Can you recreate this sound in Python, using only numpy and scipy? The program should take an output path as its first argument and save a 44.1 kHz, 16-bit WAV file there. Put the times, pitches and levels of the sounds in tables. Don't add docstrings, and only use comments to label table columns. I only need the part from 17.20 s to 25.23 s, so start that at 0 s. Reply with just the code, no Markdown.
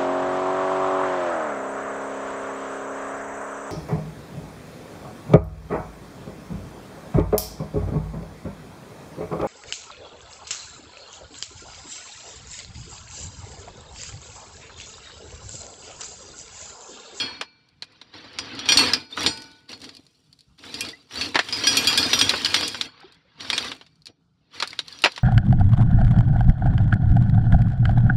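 import sys
import numpy as np
from scipy import signal
from scipy.fft import rfft, irfft
from scipy.io import wavfile
from scipy.ndimage import uniform_filter1d

SR = 44100
rng = np.random.default_rng(int(sys.argv[2]) if len(sys.argv) > 2 else 0)


def ratio(d):
    e = np.asarray(d, float) / 20
    return 10 ** e


def unload_wav(signal):
    wavfile.write(
        sys.argv[1],
        SR,
        np.round(np.clip(np.atleast_2d(signal).T, -1, 1) * 32767).astype(np.int16),
    )


N = 354123


def evened(x):
    return x / np.sqrt(np.mean(x ** 2) + 1e-20)


def read(points, hz):
    f, value = np.transpose(points)
    return np.interp(np.log(hz + 1), np.log(f + 1), value)


def add(mix, s, sound):
    part = mix[round(s * SR):][:len(sound)]
    part += sound[:len(part)]


def colour(x, points):
    gain = ratio(read(points, np.fft.rfftfreq(len(x), 1 / SR)))
    return irfft(rfft(x) * gain, len(x))


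def ring(pushes, modes_hz, modes):
    out = np.zeros(N)
    for push, hz, (db, t60) in zip(pushes, modes_hz, modes):
        radius = 1000 ** (-1 / (t60 * SR))
        turn = 2 * np.pi * hz / SR
        poles = [1, -2 * radius * np.cos(turn), radius * radius]
        out += ratio(db) * signal.lfilter([np.sin(turn)], poles, push)
    return out


def ticks(per_s, spread_db):
    size = ratio(spread_db * np.minimum(rng.exponential(1, N), 5))
    return size * (rng.random(N) < per_s / SR) * rng.choice([-1., 1.], N)


def gated_noise(contacts, t60, bed):
    puff_power = ratio(-120 * np.arange(4000) / SR / t60)
    power = abs(signal.oaconvolve(contacts ** 2, puff_power)[:N]) + bed
    return np.sqrt(power) * rng.standard_normal(N)


# time in seconds, rattle level in dB.
STRETCHES = [
    [(0, -35.5), (.12, -43.5), (.19, -50), (.3, -65), (.6, -72), (.68, -60), (.922, -61)],
    [(.94, -44.5), (1.1, -50), (1.24, -41), (1.44, -39.5)],
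    [(1.502, -29.5), (1.63, -22.5), (1.698, -27.5), (1.779, -37.5), (1.89, -60)],
    [(1.915, -45), (1.96, -45), (1.984, -29), (2.05, -28), (2.16, -44.5), (2.28, -52.5), (2.477, -66.5)],
    [(2.495, -38.5), (2.55, -47.5), (2.585, -56.5), (2.645, -40.5), (2.67, -50), (2.76, -55.5),
     (2.79, -60.5)],
    [(2.83, -65), (3.375, -71)],
    [(3.385, -50.5), (3.42, -51.5), (3.44, -43.5), (3.67, -37.5), (3.76, -54), (3.88, -63.5)],
    [(3.921, -42.5), (3.981, -31.5), (4.062, -32), (4.13, -45), (4.22, -42)],
    [(4.36, -32.5), (4.519, -26), (5.059, -28), (5.25, -33), (5.4, -27.5), (5.55, -40), (5.66, -40)],
    [(5.7, -60.5), (5.82, -54.5), (6.05, -70), (6.172, -61)],
    [(6.202, -41.5), (6.35, -35), (6.47, -32), (6.55, -47.5), (6.59, -56), (6.7, -68.5), (6.84, -75)],
    [(6.89, -58.5), (6.93, -77.5), (7.1, -84.5), (7.298, -70)],
    [(7.349, -40.5), (7.45, -44.5), (7.64, -54), (7.7, -46), (7.9, -46.5), (8.03, -53)],
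]


def chain_level_db(late_s=0):
    return np.interp(np.arange(N) / SR - late_s, *np.vstack(STRETCHES).T)


# hull rumble offset in dB, brightness in dB, relative ringing of the roller over the rattle in dB.
STRETCH_COLOURS = [(0, -12, -1), (1.5, -8, -27), (1, 0.5, -2), (1, 4.5, -7), (2.5, 6, 0.5), (-2, 11, -5.5),
                   (0.5, 6, -9.5), (0.5, 5.5, -7), (-1.5, 6.5, 5.5), (-3.5, -20.5, -15.5), (-1.5, 3, -26.5),
                   (5.5, -9, -13), (-7, 2.5, -20)]


def per_stretch(column):
    ends = [rows[k][0] for rows in STRETCHES for k in (0, -1)]
    return np.interp(np.arange(N) / SR, ends, np.repeat(np.array(STRETCH_COLOURS)[:, column], 2))


def clinks(count):
    train = ticks(2500, 3.5)
    link = rng.integers(0, count, N)
    t = np.arange(2500) / SR
    pitches = np.geomspace(900, 6500, count)[:, None]
    voices = np.sin(2 * np.pi * pitches * t) * ratio(-60 * t / 0.079) * np.sqrt(pitches)
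    return sum(signal.oaconvolve(train * (link == k), voice)[:N] for k, voice in enumerate(voices))


# frequency in Hz, level in dB per Hz.
RATTLE_COLOUR = [(290, -36.5), (500, 11.5), (603, -9), (717, 3), (1830, 1.5), (2440, 1.5), (2620, 2.5),
                 (4670, 4.5), (5350, -6), (5750, -1), (6300, -18.5), (7000, -7), (7800, -13), (9500, -13),
                 (10800, -20.5), (15600, -30.5)]


def rattle():
    scrape = evened(gated_noise(ticks(260, 3.2), t60=.014, bed=.7))
    links = evened(colour(scrape + ratio(-0.5) * evened(clinks(count=90)), RATTLE_COLOUR))
    low = signal.sosfiltfilt(signal.butter(2, 2600, fs=SR, output="sos"), links)
    high = signal.sosfiltfilt(signal.butter(4, 6200, "high", fs=SR, output="sos"), links)
    middle = links - low - high
    bright_db, level_db = per_stretch(column=1), chain_level_db()
    low_gain = ratio(-.4 * bright_db + 0.13 * (level_db + 39.5))
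    return ratio(level_db) * (low * low_gain + middle + high * ratio(bright_db))


# level in dB, 60 dB decay in seconds. Single blows shift these values further.
ROLLER_HZ = [1632, 2433, 2702, 3155, 3285, 3395, 3600, 4390, 4775, 4952, 5085, 5713, 7111, 8497, 8860, 9236,
             10130, 11105, 12580, 13930, 14690]
ROLLER_MODES = [(-11, .14), (-7, .2), (-9, .14), (-12, .15), (-6, .2), (-11, .15), (-9, .08), (0, .15),
                (-9, .18), (-6, .22), (-8, .18), (-10, .2), (-15, .2), (-12, .18), (-22, .15), (-25, .2),
                (-24, .15), (-22, .13), (-19, .16), (-30, .15), (-33, .15)]


def roller_under_chain():
    train = ticks(1800, 0.83) * ratio(chain_level_db() + per_stretch(column=2) - 14.5)
    spot = rng.integers(0, len(ROLLER_HZ), N)
    pushes = (train * (spot == k) * min(1, 5700 / hz) ** 1.5 for k, hz in enumerate(ROLLER_HZ))
    return ring(pushes, ROLLER_HZ, ROLLER_MODES)


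def roller_blow(chance, peak_db, centre_hz, ring_db, tilt_db):
    t = np.arange(12000) / SR
    hz, (db, t60) = np.array(ROLLER_HZ), np.transpose(ROLLER_MODES)
    ring_db = min(ring_db, -2 + .85 * peak_db)
    high_slope_db = min(1.2 * (tilt_db - 10) + .5 * (peak_db + 5), 0)
    db = db + 5 * chance[0] + high_slope_db * np.log2(np.maximum(hz, 5700) / 5700)
    db = db + 8 * np.exp(-(np.log2(hz / centre_hz) / .08) ** 2)
    t60 = t60 * ratio(.35 * (ring_db + 9) + 2.0 * chance[1])
    hz = hz * (1 + 0.0025 * chance[2])
    modes = ratio(db[:, None] - 60 * t / t60[:, None]) * np.sin(2 * np.pi * hz[:, None] * t)
    return ratio(peak_db + ring_db) * modes.sum(0) * np.minimum(t / .001, 1)


def opening_ring():
    out = np.zeros(N)
    no_chance = np.zeros((3, len(ROLLER_HZ)))
    add(out, 0, ratio(-21) * roller_blow(no_chance, peak_db=0, centre_hz=3290, ring_db=-3, tilt_db=-3))
    return out


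# frequency in Hz, relative level in dB.
HULL_COLOUR = [(15, -54), (25, -27), (96, 0), (144, -8.5), (198, -9), (233, -0.5), (279, 4.5), (345, -5.5),
               (407, -7), (465, -2.5), (541, -16), (657, -9), (900, -17), (1170, -30), (1980, -120)]


def hull():
    level_db = -45 + 0.89 * (chain_level_db(late_s=0.009) + 40) + per_stretch(column=0)
    thumps = gated_noise(ticks(58, 3.2), t60=0.11, bed=1.7)
    return ratio(level_db) * evened(colour(thumps, HULL_COLOUR))


# frequency in Hz, relative level in dB.
WATER_COLOUR = [(15, -31.5), (25, -1), (59, 10), (98, 8), (156, 14.5), (397, -20), (451, -32.5), (615, -26),
                (737, -16), (1440, -11), (1770, -33.5), (3380, -37.5), (4160, -25), (5390, -25.5),
                (12000, -42), (15600, -74), (22000, -120)]


def water():
    smooth = uniform_filter1d(uniform_filter1d(rng.standard_normal(N), 3000), 3000)
    level_db = -67 + 3.9 * evened(smooth)
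    return ratio(level_db) * evened(colour(rng.standard_normal(N), WATER_COLOUR))


# level in dB, 60 dB decay in seconds.
RAIL_HZ = [894, 1480, 1895, 2345, 2600, 4350, 4931]
RAIL_MODES = [(-4, .75), (-5, 1.0), (-10, .45), (-9, .85), (-14, .6), (1, .62), (0, .48)]
# start in seconds, level in dB,
# extra level of the modes under 2 kHz in dB, extra level of the top mode in dB.
JOLTS = [(0.001, -29, -14, -26), (1.7345, -41.5, -5, 4), (2.0632, -36, 0, 7), (5.608, -49.5, -3.5, -17),
         (6.3273, -41, -25, -15), (6.6115, -72, -22, -22), (6.8694, -80, -25, -20)]


def rail():
    hz = np.array(RAIL_HZ)
    pushes = np.zeros((len(hz), N))
    for s, db, low_db, top_db in JOLTS:
        pushes[:, round(s * SR)] = ratio(db + low_db * (hz < 2000) + top_db * (hz > 4600))
    return ring(pushes, RAIL_HZ, RAIL_MODES)


# frequency in Hz, level in dB per Hz.
CLACK_COLOUR = [(120, -42.5), (200, -11), (327, -7), (744, -7), (893, -3.5), (1070, -3.5), (1820, -3),
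                (4130, -3.5), (5300, -9.5), (5750, -10.5), (6300, -19), (7000, -16.5), (8000, -23),
                (9560, -25.5), (15600, -58.5)]


def clack(noise, peak_db, centre_hz, tilt_db, t60, centre_db):
    t, hz = np.arange(len(noise)) / SR, np.fft.rfftfreq(len(noise), 1 / SR) + 1
    bump_db = centre_db * np.exp(-(np.log2(hz / centre_hz) / 0.21) ** 2)
    slope_db = tilt_db * np.log2(np.maximum(hz, 600) / 3000)
    shade = ratio(read(CLACK_COLOUR, hz) + bump_db + slope_db)
    burst = evened(irfft(rfft(noise) * shade, len(noise)))
    dull = signal.lfilter([.4], [1, -.6], burst)
    top = irfft(rfft(burst) * (hz > 6200), len(noise))
    middle = burst - dull - top
    body = dull * ratio(-60 * t / t60) + middle * ratio(-60 * t / (0.48 * t60)) + top * ratio(-60 * t / (0.5 * t60))
    first = 1 + np.exp(-t / 0.0025)
    rise = 1 - np.exp(-t / (0.00076 * ratio(-1.5 * tilt_db)))
    deck = ratio(-19 - 60 * t / 0.074) * dull[::-1]
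    return ratio(peak_db - 10.5) * rise * (first * body + deck)


def strike(out, s, peak_db, centre_hz, tilt_db, ring_db, t60, centre_db):
    noise = rng.standard_normal(8192)
    chance = rng.standard_normal((3, len(ROLLER_HZ)))
    add(out, s, clack(noise, peak_db, centre_hz, tilt_db, t60, centre_db))
    add(out, s, roller_blow(chance, peak_db, centre_hz, ring_db, tilt_db))


# start in seconds, relative peak in dB, centre of the clack in Hz,
# brightness in dB per octave, ring of the roller in dB (capped for soft blows).
BLOWS = [(0.2112, -12, 970, 0.5, -27), (0.622, -18, 4140, 1.5, -25), (0.814, -28.5, 3900, 0.5, -23),
         (1.041, -28.5, 4600, -6, -18), (1.1867, -11.5, 5240, 3, -20), (1.3508, -29.5, 4530, 7, -15.5),
         (1.391, -18, 3850, 4, -15), (1.4562, -19, 4370, 1, -18), (1.488, -6, 3070, 2, -6.5),
         (1.5201, -3.5, 4760, 1.5, -10.5), (1.5721, -1, 4420, 11, -18.5), (1.5875, -7, 5090, 1.5, -24.5),
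         (1.5918, -8, 2690, 7.5, -9), (1.6094, -17, 4890, 0, -27.5), (1.734, -1.5, 4670, 4.5, -21.5),
         (1.974, -12, 1420, -3.5, -42), (2.0318, -23, 2680, 17, -3), (2.0622, -2, 3660, 2.5, -15.5),
         (2.174, -26.5, 4400, 8.5, -12), (2.2195, -28, 5100, 10, -15), (2.4924, -31, 4560, 3.5, -11),
         (2.5294, -23.5, 4540, 1, -18), (2.617, -30, 4440, 10.5, -6), (2.6418, -26.5, 4350, 5, -19),
         (2.6911, -27.5, 4400, 4.5, -13), (3.4372, -30.5, 1640, -1.5, -4), (3.5419, -18.5, 4700, 8, -15),
         (3.6075, -15, 2060, 18, -9), (3.6496, -22, 4840, 3.5, -37), (3.6869, -23, 4700, 8, -25),
         (3.91, -30.5, 2800, 0, -3.5), (3.9582, -28, 4360, 10, -4), (4.0109, -13.5, 2500, 4.5, -6.5),
         (4.1442, -10.5, 2380, -1, -25), (4.1553, 2, 1900, -2.5, -38.5), (4.1901, -1, 1880, -0.5, -27.5),
         (4.2867, -18, 3200, 3, -9), (4.3254, -13.5, 4940, 4.5, 1), (4.4368, -13.5, 3150, -6, -15),
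         (4.47, -5, 4740, 9.5, -10.5), (4.5281, -15.5, 4400, 10.5, -25), (4.57, -4.5, 3070, 13.5, -12.5),
         (4.6717, -7, 4740, 14, -9.5), (4.7289, -14.5, 4400, -1, -16), (4.7759, -4, 3410, 13.5, -13),
         (4.8282, -13, 4390, 3, -12.5), (4.9316, -1, 3640, 2.5, -13.5), (4.99, -8, 4960, 8, -14),
         (5.0115, 0.5, 3630, 4.5, -15.5), (5.0212, -10.5, 5350, 7, -20.5), (5.093, -2, 4026, 7, -23),
         (5.1067, -9.5, 3570, -0.5, -34.5), (5.1363, -6.5, 1450, -5.5, -24), (5.247, -6, 4770, 5.5, -25.5),
         (5.2576, -5.5, 3170, 4, -22), (5.3424, 0.5, 3260, 5, -22.5), (5.3634, -7.5, 5040, 2, -40),
         (5.428, -13, 4700, -3, -5), (5.4791, -13.5, 3230, 14.5, -22.5), (5.545, -16.5, 1520, -1, -10),
         (5.6114, -8.5, 3850, 4.5, -25.5), (6.2063, -22.5, 4530, 3, -6), (6.248, -25, 1640, -2, -3),
         (6.664, -39.5, 4570, 3.5, -4), (6.301, -7, 3570, 4, -29), (6.3291, -11, 2420, -0.5, -15),
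         (6.3787, -5.5, 3480, 5.5, -26), (6.445, -27.5, 1590, 9.5, -11), (6.5164, -16, 3550, 0.5, -34),
         (6.6112, -29.5, 3160, -1.5, -21), (6.8682, -26.5, 4140, 6.5, -22), (7.4006, -11.5, 4400, 2, -45),
         (7.424, -5, 1410, 0.5, -46), (7.4748, -24.5, 4500, 13.5, -24), (7.5295, -24.5, 2140, 1, -33),
         (7.5902, -9.5, 3940, 3.5, -48), (7.6813, -26.5, 4100, 9, -15.5), (7.8198, -26, 4000, 13.5, -17),
         (7.8385, 1.5, 2760, 0, -27), (7.8454, 1, 2570, -1.5, -27), (7.858, -1, 2330, -2.5, -36),
         (7.9616, -23, 4180, 4.5, -35), (7.9774, -18.5, 950, 0.5, -37)]


def blows():
    out = np.zeros(N)
    for s, peak_db, centre_hz, tilt_db, ring_db in BLOWS:
        t60 = 0.07 * (centre_hz / 4000) ** -0.074
        strike(out, s, peak_db, centre_hz, tilt_db, ring_db, t60, centre_db=8)
    return out


# start in seconds, relative peak in dB.
TAPS = [(0.4873, -48), (0.6424, -38), (0.7223, -47), (0.979, -44), (1.1312, -40), (2.2411, -36),
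        (2.3151, -38), (2.75, -32), (2.768, -32), (2.8659, -40.5), (3.128, -37), (3.1905, -39.5),
        (3.2072, -39), (3.391, -38.5), (5.8037, -41), (5.9227, -40), (5.9452, -45), (6.756, -51.5),
        (6.82, -46.5), (6.8566, -29.5), (7.366, -42.5), (7.5057, -28), (7.726, -31.5), (7.7889, -30),
        (7.9192, -27.5)]


def taps():
    out = np.zeros(N)
    for s, peak_db in TAPS:
        strike(out, s, peak_db, centre_hz=4500, tilt_db=11, ring_db=-21.5, t60=0.058, centre_db=12.5)
    return out


# start in seconds,
# level in dB, starting pitch in Hz, rise of pitch as a fraction per second, 60 dB decay in seconds.
CHIRPS = [(1.925, -23.5, 3540, 1.6, 0.07), (3.731, -31.5, 1940, 2.3, 0.075), (5.685, -41.5, 1320, 19, 0.06),
          (5.83, -33.5, 776, 5.8, 0.033), (5.842, -35.5, 351, 5.6, 0.085), (6.05, -53, 500, 7.6, 0.065),
          (6.182, -48, 238, 9.7, 0.11)]


def chirps():
    out = np.zeros(N)
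    t = np.arange(6000) / SR
    for s, db, hz, rise, t60 in CHIRPS:
        envelope = ratio(db - 60 * t / t60) * (1 - np.exp(-t / 0.0026))
        add(out, s, envelope * np.sin(2 * np.pi * hz * (t + rise * t * t / 2)))
    return out


def scene():
    chain = rattle() + roller_under_chain() + opening_ring()
    boat = hull() + rail()
    return (chain + boat + water() + blows() + taps() + chirps())[None]


def band_limit(x):
    return signal.sosfilt(signal.butter(12, 15800, fs=SR, output="sos"), x)


def record(dry):
    ceiling = 0.98
    heard = signal.sosfilt(signal.butter(2, 50, "high", fs=SR, output="sos"), dry)
    rounded = ceiling * np.tanh(heard / ceiling)
    edge = signal.firwin(255, 15900, window=("kaiser", 9), fs=SR)
    finished = signal.oaconvolve(rounded, edge[None], "same")
    return band_limit(finished)


dry = scene()
out = record(dry)
unload_wav(out)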